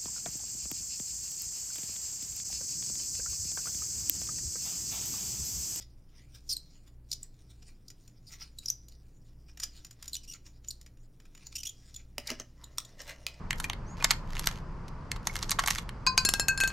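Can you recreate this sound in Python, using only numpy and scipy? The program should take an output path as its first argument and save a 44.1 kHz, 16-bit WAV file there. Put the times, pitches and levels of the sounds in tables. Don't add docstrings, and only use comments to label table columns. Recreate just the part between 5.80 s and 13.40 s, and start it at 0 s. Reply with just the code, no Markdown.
import sys
import numpy as np
from scipy import signal
from scipy.fft import rfft, irfft
from scipy.io import wavfile

SR = 44100
rng = np.random.default_rng(int(sys.argv[2]) if len(sys.argv) > 2 else 0)


def inscribe(sig):
    pcm = np.round(np.clip(np.atleast_2d(sig).T, -1, 1) * 32767)
    wavfile.write(sys.argv[1], SR, pcm.astype(np.int16))


N = 335102
TIME = np.arange(N) / SR

# frequency in Hz, relative level in dB.
FILM_SPECTRUM = [(1000, -16), (2200, -12), (3300, -4), (4300, -0.5), (5600, 2), (7200, -1), (10000, -9.5),
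                 (14500, -8), (16500, -29.5)]
FINGER_SPECTRUM = [(300, -18.5), (650, -3.5), (1200, 10), (2500, 13), (4000, 5.5), (8000, -32)]
# frequency in Hz, bandwidth in Hz, relative lift in dB.
FLANGE_MODES = [(4952, 60, 7), (5330, 70, 0), (5740, 86.5, 9.5), (6970, 82, 15.5), (8820, 190, 7),
                (11080, 38, 6), (14050, 130, 9)]
CASE_MODES = [(575, 55, 11), (1840, 80, 10), (2010, 55, 11), (2860, 110, 5), (4100, 120, 4), (4860, 100, 2),
              (5520, 120, 8), (6150, 120, 3), (6950, 100, 6)]


def squeaks(edge_s=0.0035, sag_octaves_per_s=4.9, judder_hz=520, judder_db=3.8, scatter_db=0.6):
    # start in seconds, length in seconds, slip rate in Hz, level in dB, unevenness from 0 to 1.
    chirps = [(0.69, 0.042, 5090, -33.0, 0.11), (0.725, 0.016, 4340, -34, 0.03),
              (0.765, 0.0067, 4160, -33.5, 0.01), (1.3137, 0.0068, 4560, -31.5, 0.13),
              (1.3253, 0.013, 4973, -34.5, 0.31), (1.428, 0.0078, 7750, -40.5, 0.04),
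              (2.08, 0.0084, 5020, -49, 0.13), (2.466, 0.034, 4600, -55.5, 0.09),
              (2.7843, 0.009, 4004, -41.5, 0.04), (2.8567, 0.0068, 5340, -33, 0.1),
              (2.881, 0.0083, 5500, -31, 0.06), (2.9, 0.0051, 5930, -23.5, 0.04),
              (3.832, 0.01, 7200, -32.5, 0.5), (4.33, 0.0075, 4085, -35.5, 0.05),
              (4.34, 0.0094, 3960, -36.5, 0.07), (4.351, 0.0053, 3460, -33.5, 0.2),
              (4.364, 0.0079, 3100, -39.5, 0.06), (4.431, 0.024, 2430, -56, 0.12),
              (4.475, 0.021, 2810, -51, 0.07), (4.495, 0.011, 2880, -43.5, 0),
              (4.509, 0.0204, 2820, -46.5, 0.07), (4.534, 0.0081, 3455, -44, 0.34),
              (4.884, 0.0038, 6910, -32.5, 0.08), (4.904, 0.011, 4330, -39, 0.08),
              (5.752, 0.021, 2730, -37, 0.09), (5.78, 0.015, 2980, -42.5, 0.07),
              (5.8, 0.014, 3020, -45.5, 0.06), (5.831, 0.0091, 2550, -39, 0.11),
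              (5.851, 0.014, 2984, -39, 0.09), (5.866, 0.0132, 3390, -36.5, 0.06),
              (5.89, 0.0095, 3310, -41, 0.07), (6.14, 0.012, 3600, -49.5, 0.31),
              (6.16, 0.0075, 3290, -41, 0.11), (6.47, 0.011, 4580, -37, 0.15),
              (6.838, 0.0084, 3840, -46.5, 0.07), (7.047, 0.0097, 3880, -50.5, 0.13)]
    out, spool = np.zeros(N), resonant_body(FILM_SPECTRUM, FLANGE_MODES, lift_db=-4)
    for start, length, hz, db, uneven in chirps:
        t = TIME[:int(length * SR)]
        wander, grip, grit = rng.standard_normal((3, 8192))[:, :len(t)]
        gate = np.sin(np.pi / 2 * np.minimum(np.minimum(t, length - t) / edge_s, 1)) ** 2
        uneven = np.hypot(uneven, 0.02)
        sag = 2 ** (sag_octaves_per_s * (length / 2 - t))
        slip_hz = hz * (1 + uneven * unit_rms(lowpass(wander, 1100))) * sag
        phase = 2 * np.pi * np.cumsum(slip_hz) / SR
        slips = sum(np.sin(k * phase) / k ** 0.52 for k in range(1, int(SR / 2 / hz) + 1))
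        grip = unit_rms(lowpass(grip, 600))
        judder = np.sin(2 * np.pi * np.cumsum(judder_hz * (1 + grip / 2)) / SR)
        pressure = undb(min(uneven * 10, 1) * (scatter_db * grip + judder_db * judder))
        force = (slips + 0.45 * np.sqrt(uneven) * grit) * gate * pressure
        chirp = signal.fftconvolve(force, spool)
        add(out, start, undb(db) * chirp * np.sqrt(len(t)) / np.linalg.norm(chirp))
    start, length, _, db, _ = np.transpose(chirps)
    creep_speed = strokes(start + length / 2, length + 0.014, db - 21)
    creep = friction(2000, spread_db=2.8, smooth=0.5) * creep_speed
    return out + convolve(creep, spool)


def rubs(fidget_db=4, fidget_hz=10):
    # middle in seconds, length in seconds, relative treble level in dB, midrange offset in dB.
    slides = [(0.016, 0.026, -51, -19.5), (0.385, 0.076, -64, -4), (0.557, 0.033, -51, -14),
              (0.936, 0.13, -68.5, -20.5), (1.077, 0.019, -61.5, -4), (1.708, 0.018, -61.5, -16),
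              (1.827, 0.0095, -55.5, -11), (1.885, 0.027, -56.5, -12), (2.236, 0.12, -77.5, -11),
              (2.531, 0.034, -47, -10), (2.621, 0.029, -48.5, -2.5), (2.833, 0.023, -57.5, -13),
              (3.122, 0.0079, -61.5, -21), (3.467, 0.031, -70.5, -15.5), (3.688, 0.018, -65.5, -0.5),
              (3.835, 0.013, -35.5, -11), (3.975, 0.062, -57.5, -8), (4.245, 0.08, -68.5, 3.5),
              (4.552, 0.0125, -53.5, -3), (4.667, 0.0156, -53, -8.5), (4.846, 0.0054, -56, -5.5),
              (5.628, 0.046, -62.5, -3), (5.67, 0.0088, -45, -22), (5.726, 0.0054, -47, -13.5),
              (6.09, 0.033, -72.5, 0)]
    # time in seconds, relative level in dB.
    rustle_levels = [(0.0, -78.5), (0.95, -75), (1.2, -85), (1.48, -64), (2.0, -75), (3.1, -69.5),
                     (3.35, -76.5), (3.94, -73), (4.44, -70), (5.25, -74.5), (5.76, -66), (6.2, -62.5),
                     (6.3, -74), (7.6, -66)]
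    # frequency in Hz, relative level in dB.
    hiss_spectrum = [(1500, -11), (3000, -3.5), (5000, 4.5), (7000, -2), (9500, -9), (12500, -18),
                     (15500, -10.5)]
    middle, length, db, midrange_db = np.transpose(slides)
    fidget = unit_rms(lowpass(rng.standard_normal(N), fidget_hz))
    rustle = undb(np.interp(TIME, *np.transpose(rustle_levels)) - 8 + fidget_db * fidget)
    film_speed = strokes(middle, length, db - 2.5) + rustle
    scratch = moving_contact(friction(2200, spread_db=2.6, smooth=0.55) * film_speed)
    hiss = convolve(scratch, resonant_body(hiss_spectrum, FLANGE_MODES, lift_db=-2))
    finger_speed = strokes(middle, length, db + midrange_db - 1) + undb(-9) * rustle
    drag = friction(1300, spread_db=2.4, smooth=0.5) * finger_speed
    return hiss + moving_contact(convolve(drag, colour(FINGER_SPECTRUM)))


def ticks(flutter_s=0.013, flutter_db=-12):
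    # time in seconds, relative level in dB, midrange offset in dB. # The row at 6.975 s is the
    # spool's first light touch just before its knock at 6.983 s.
    flicks = [(2.1026, -40.5, -9), (2.2774, -47, -9), (3.084, -42, -39), (3.7735, -40, -1),
              (3.7998, -28.5, -11.5), (4.048, -35, -11), (4.1099, -39.5, -12), (4.2263, -32, -12.5),
              (4.257, -40, -15), (4.2796, -30.5, -36), (5.013, -42.5, -14.5), (5.0625, -45.5, -2.5),
              (5.172, -63.5, 3.5), (5.401, -52, 3), (5.454, -55, 4), (5.55, -45.5, -2.5),
              (5.576, -48, -1.5), (6.975, -42, -5), (7.216, -36, -18)]
    out, dull = np.zeros(N), colour(FINGER_SPECTRUM)
    bright = resonant_body(FILM_SPECTRUM, FLANGE_MODES, lift_db=-1)
    for start, db, midrange_db in flicks:
        retouch = start + flutter_s * rng.uniform(0.85, 1.5)
        for at, strength_db in ((start, db), (retouch, db + flutter_db)):
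            snap = undb(-7) * convolve(impact(rise_s=0.0028, decay_s=0.002), bright)
            tap = undb(midrange_db - 10) * convolve(impact(rise_s=0.0024, decay_s=0.0032), dull)
            add(out, at - 0.0015, undb(strength_db) * (snap + tap))
    return out


def knocks(spot_q=12, rebound_s=0.0185, rebound_db=-18):
    # time in seconds, relative level in dB, lower, middle and upper resonance in Hz,
    # high-pass corner in Hz, thump relative to the clack in dB.
    blows = [(6.3813, -25, 583, 2960, 5300, 202, -11.5), (6.5027, -25.5, 1950, 2430, 5370, 197, -8),
             (6.5149, -34, 567, 1930, 6200, 150, 5), (6.5989, -31, 1930, 3040, 6300, 300, -5),
             (6.9829, -21.5, 3770, 5600, 8500, 2320, -46), (7.466, -23, 680, 2500, 4270, 940, -44)]
    # frequency in Hz, relative level in dB.
    metal_spectrum = [(300, -12), (650, 1.5), (1300, 7), (1600, -11), (2500, 1), (4200, 0.5), (5600, 3),
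                      (7500, -1.5), (11000, -6), (16000, -7.5)]
    # frequency in Hz, relative level in dB, 60 dB decay time in seconds.
    thump_modes = [(243.6, -1.5, 0.24), (268, -5, 0.043), (332, -5, 0.062), (402, -1, 0.043),
                   (560, 3, 0.02), (638, -6.5, 0.081)]
    out, thump = np.zeros(N), modal_ring(thump_modes)
    metal = resonant_body(metal_spectrum, CASE_MODES, lift_db=-7)
    for start, db, lower_hz, middle_hz, upper_hz, corner_hz, thump_db in blows:
        rings = ((lower_hz, 6), (middle_hz, 8), (upper_hz, 8))
        spot = metal + sum(undb(lift_db) * resonance(metal, hz, hz / spot_q) for hz, lift_db in rings)
        spot = highpass(spot, corner_hz)
        for at, strength_db in ((start, db), (start + rebound_s, db + rebound_db)):
            force = undb(strength_db + 1) * impact(rise_s=0.00012, decay_s=0.0016)
            add(out, at, unit_rms(convolve(force, spot)) * np.std(force))
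            add(out, at, thump * np.linalg.norm(force) * undb(thump_db))
    return out


def scrapes(seating_s=6.715, seating_rise_s=0.57, seating_db=-63, seating_tilt_db=-13, spot_q=8):
    # middle in seconds, length in seconds, relative level in dB, tilt towards the treble in dB,
    # resonance of the rubbed spot in Hz.
    shoves = [(6.502, 0.036, -34, -3, 2250), (6.605, 0.013, -40, 3, 596), (6.83, 0.047, -51.5, -15, 1010),
              (7.205, 0.024, -42, 2.5, 1740), (7.299, 0.039, -39, 2, 2140), (7.543, 0.017, -58, 7, 1320)]
    # frequency in Hz, relative level in dB.
    grind_spectrum = [(200, 2), (550, -2.5), (850, -2), (2000, -2), (3600, -4), (5500, -0.5), (7000, -8),
                      (7600, -11.5), (16000, -22)]
    middle, length, db, tilt_db, _ = np.transpose(shoves)
    turning = undb(seating_db) * np.sqrt(np.clip((TIME - seating_s) / seating_rise_s, 0, 1))
    shoving = strokes(middle, length, db + tilt_db / 2 - 5)
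    grit = friction(1300, spread_db=2.6, smooth=0.5)
    catches = friction(1100, spread_db=2.6, smooth=0.4)
    grind = grit * np.hypot(shoving, turning * undb(seating_tilt_db / 2))
    drag = lowpass(catches * turning * undb(-seating_tilt_db / 2), 980)
    for middle, length, db, tilt_db, hz in shoves:
        speed = strokes([middle], [length], [db - tilt_db / 2])
        drag += resonance(catches * speed, hz, hz / spot_q)
    return convolve(moving_contact(grind) + drag, resonant_body(grind_spectrum, CASE_MODES, lift_db=-4))


def friction(catches_per_s, spread_db, smooth):
    catches = (rng.random(N) < catches_per_s / SR) * rng.standard_normal(N)
    catches *= undb(spread_db * np.minimum(rng.exponential(size=N), 4))
    return unit_rms(unit_rms(catches) + smooth * rng.standard_normal(N))


def strokes(middles, lengths, levels_db):
    power, t = np.zeros(N), TIME[:SR] - 0.5
    for middle, length, db in zip(middles, lengths, levels_db):
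        swell = np.exp(-np.abs(t / (2 * length))) / (1 + (2 * t / length) ** 2) ** 2
        add(power, middle - 0.5, undb(2 * db) * swell)
    return np.sqrt(power)


def moving_contact(x, shifts_per_s=24, depth_db=4):
    out, knots = 0, np.arange(0, N / SR + 1, 1 / shifts_per_s)
    for k, hz in enumerate(np.geomspace(500, 14000, num=18)):
        sway = np.interp(TIME, knots, undb(depth_db * rng.standard_normal(len(knots))))
        out += (-1) ** k * sway * resonance(x, hz, hz / 8)
    return unit_rms(out) * np.std(x)


def impact(rise_s, decay_s):
    t = TIME[:SR // 20]
    envelope = (1 - np.exp(-t / rise_s)) ** 2 * np.exp(-t / decay_s)
    burst = envelope * rng.standard_normal(len(t))
    return unit_energy(burst) * np.linalg.norm(envelope) / envelope.max()


def resonant_body(spectrum, modes, lift_db):
    direct = np.pad(colour(spectrum), (0, SR // 5))
    ringing = sum(undb(db + lift_db) * resonance(direct, hz, width) for hz, width, db in modes)
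    return unit_energy(direct + ringing)


def modal_ring(modes):
    t = TIME[:SR // 2]
    return unit_energy(sum((-1) ** k * undb(db - 60 * t / t60) * np.sin(2 * np.pi * hz * t)
                           for k, (hz, db, t60) in enumerate(modes)))


def afterring(x, t60_s=0.55):
    modes_hz = [2480, 4118, 4237, 4307, 4948, 5198, 5790, 5836, 5904, 8024]
    return undb(-35) * convolve(x, modal_ring([(hz, 0, t60_s) for hz in modes_hz]))


def room(x, early_db, early_s, low_t60_s=0.45, high_t60_s=0.2):
    t = TIME[:SR // 2]
    dull = lowpass(rng.standard_normal(len(t)), 3800) * undb(-60 * t / low_t60_s)
    bright = rng.standard_normal(len(t)) * undb(-60 * t / high_t60_s)
    early_boost = 1 + undb(early_db) * np.exp(-t / early_s)
    return convolve(x, unit_energy((dull + bright) * (t > 0.002) * early_boost))


def hum(waver=0.027, drift_cycles=0.13):
    # frequency in Hz, rms level in dB.
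    tones = [(23.93, -58), (57.5, -63), (59.1, -60), (118.1, -66), (119.8, -70), (295.45, -78)]
    out, knots = 0, np.linspace(0, N / SR, num=24)
    for hz, db in tones:
        swell, drift = (np.interp(TIME, knots, rng.standard_normal(len(knots))) for _ in range(2))
        phase = 2 * np.pi * (hz * TIME + drift_cycles * drift)
        out += np.sqrt(2) * undb(db) * (1 + waver * swell) * np.sin(phase)
    return out


def air():
    # frequency in Hz, relative spectral density in dB.
    air_spectrum = [(12, 1), (22, 10.5), (50, -11), (85, -6), (118, -2), (140, -4), (210, -12),
                    (330, -16.5), (500, -23), (1000, -33), (2500, -40.5), (6000, -52.5), (10000, -43.5),
                    (16000, -45.5)]
    noise = irfft(rfft(rng.standard_normal(N)) * gains(air_spectrum, N), N)
    return undb(-57.5) * unit_rms(noise)


def colour(spectrum, size=1024):
    cepstrum = irfft(np.log(gains(spectrum, size)))
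    cepstrum[1:size // 2] *= 2
    cepstrum[size // 2 + 1:] = 0
    return unit_energy(irfft(np.exp(rfft(cepstrum))))


def gains(spectrum, size):
    hz, db = np.transpose(spectrum)
    bin_hz = np.arange(size // 2 + 1) * SR / size
    return undb(np.interp(np.log(bin_hz + 1), np.log(hz), db))


def resonance(x, hz, width_hz):
    return signal.lfilter(*signal.iirpeak(hz, hz / width_hz, fs=SR), x + 1e-18)


def lowpass(x, hz):
    return signal.sosfilt(signal.butter(2, hz, fs=SR, output="sos"), x)


def highpass(x, hz):
    return signal.sosfilt(signal.butter(1, hz, "high", fs=SR, output="sos"), x)


def convolve(x, response):
    return signal.fftconvolve(x, response)[:len(x)]


def add(track, start_s, sound):
    start = int(start_s * SR)
    skip = max(-start, 0)
    part = sound[skip:max(N - start, 0)]
    track[start + skip:start + skip + len(part)] += part


def undb(db):
    return 10 ** (np.asarray(db) / 20)


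def unit_rms(x):
    return x / np.sqrt(np.mean(x ** 2) + 1e-20)


def unit_energy(x):
    return x / np.linalg.norm(x)


def scene():
    handling = squeaks() + rubs() + ticks() + knocks() + scrapes()
    reverberation = undb(-12) * room(handling, early_db=4, early_s=0.04)
    mid = handling + afterring(handling) + reverberation + hum() + air()
    reflections = room(handling, early_db=16, early_s=0.036)
    side = undb(-13) * highpass(reflections, 9000) + undb(-32) * reflections
    side += undb(-93) * rng.standard_normal(N) + undb(-45) * air()
    return np.array([mid + side, mid - side])


def record(dry, top_hz=15900):
    return signal.sosfilt(signal.ellip(8, 0.2, 70, top_hz, fs=SR, output="sos"), dry)


dry = scene()
out = record(dry)
inscribe(out)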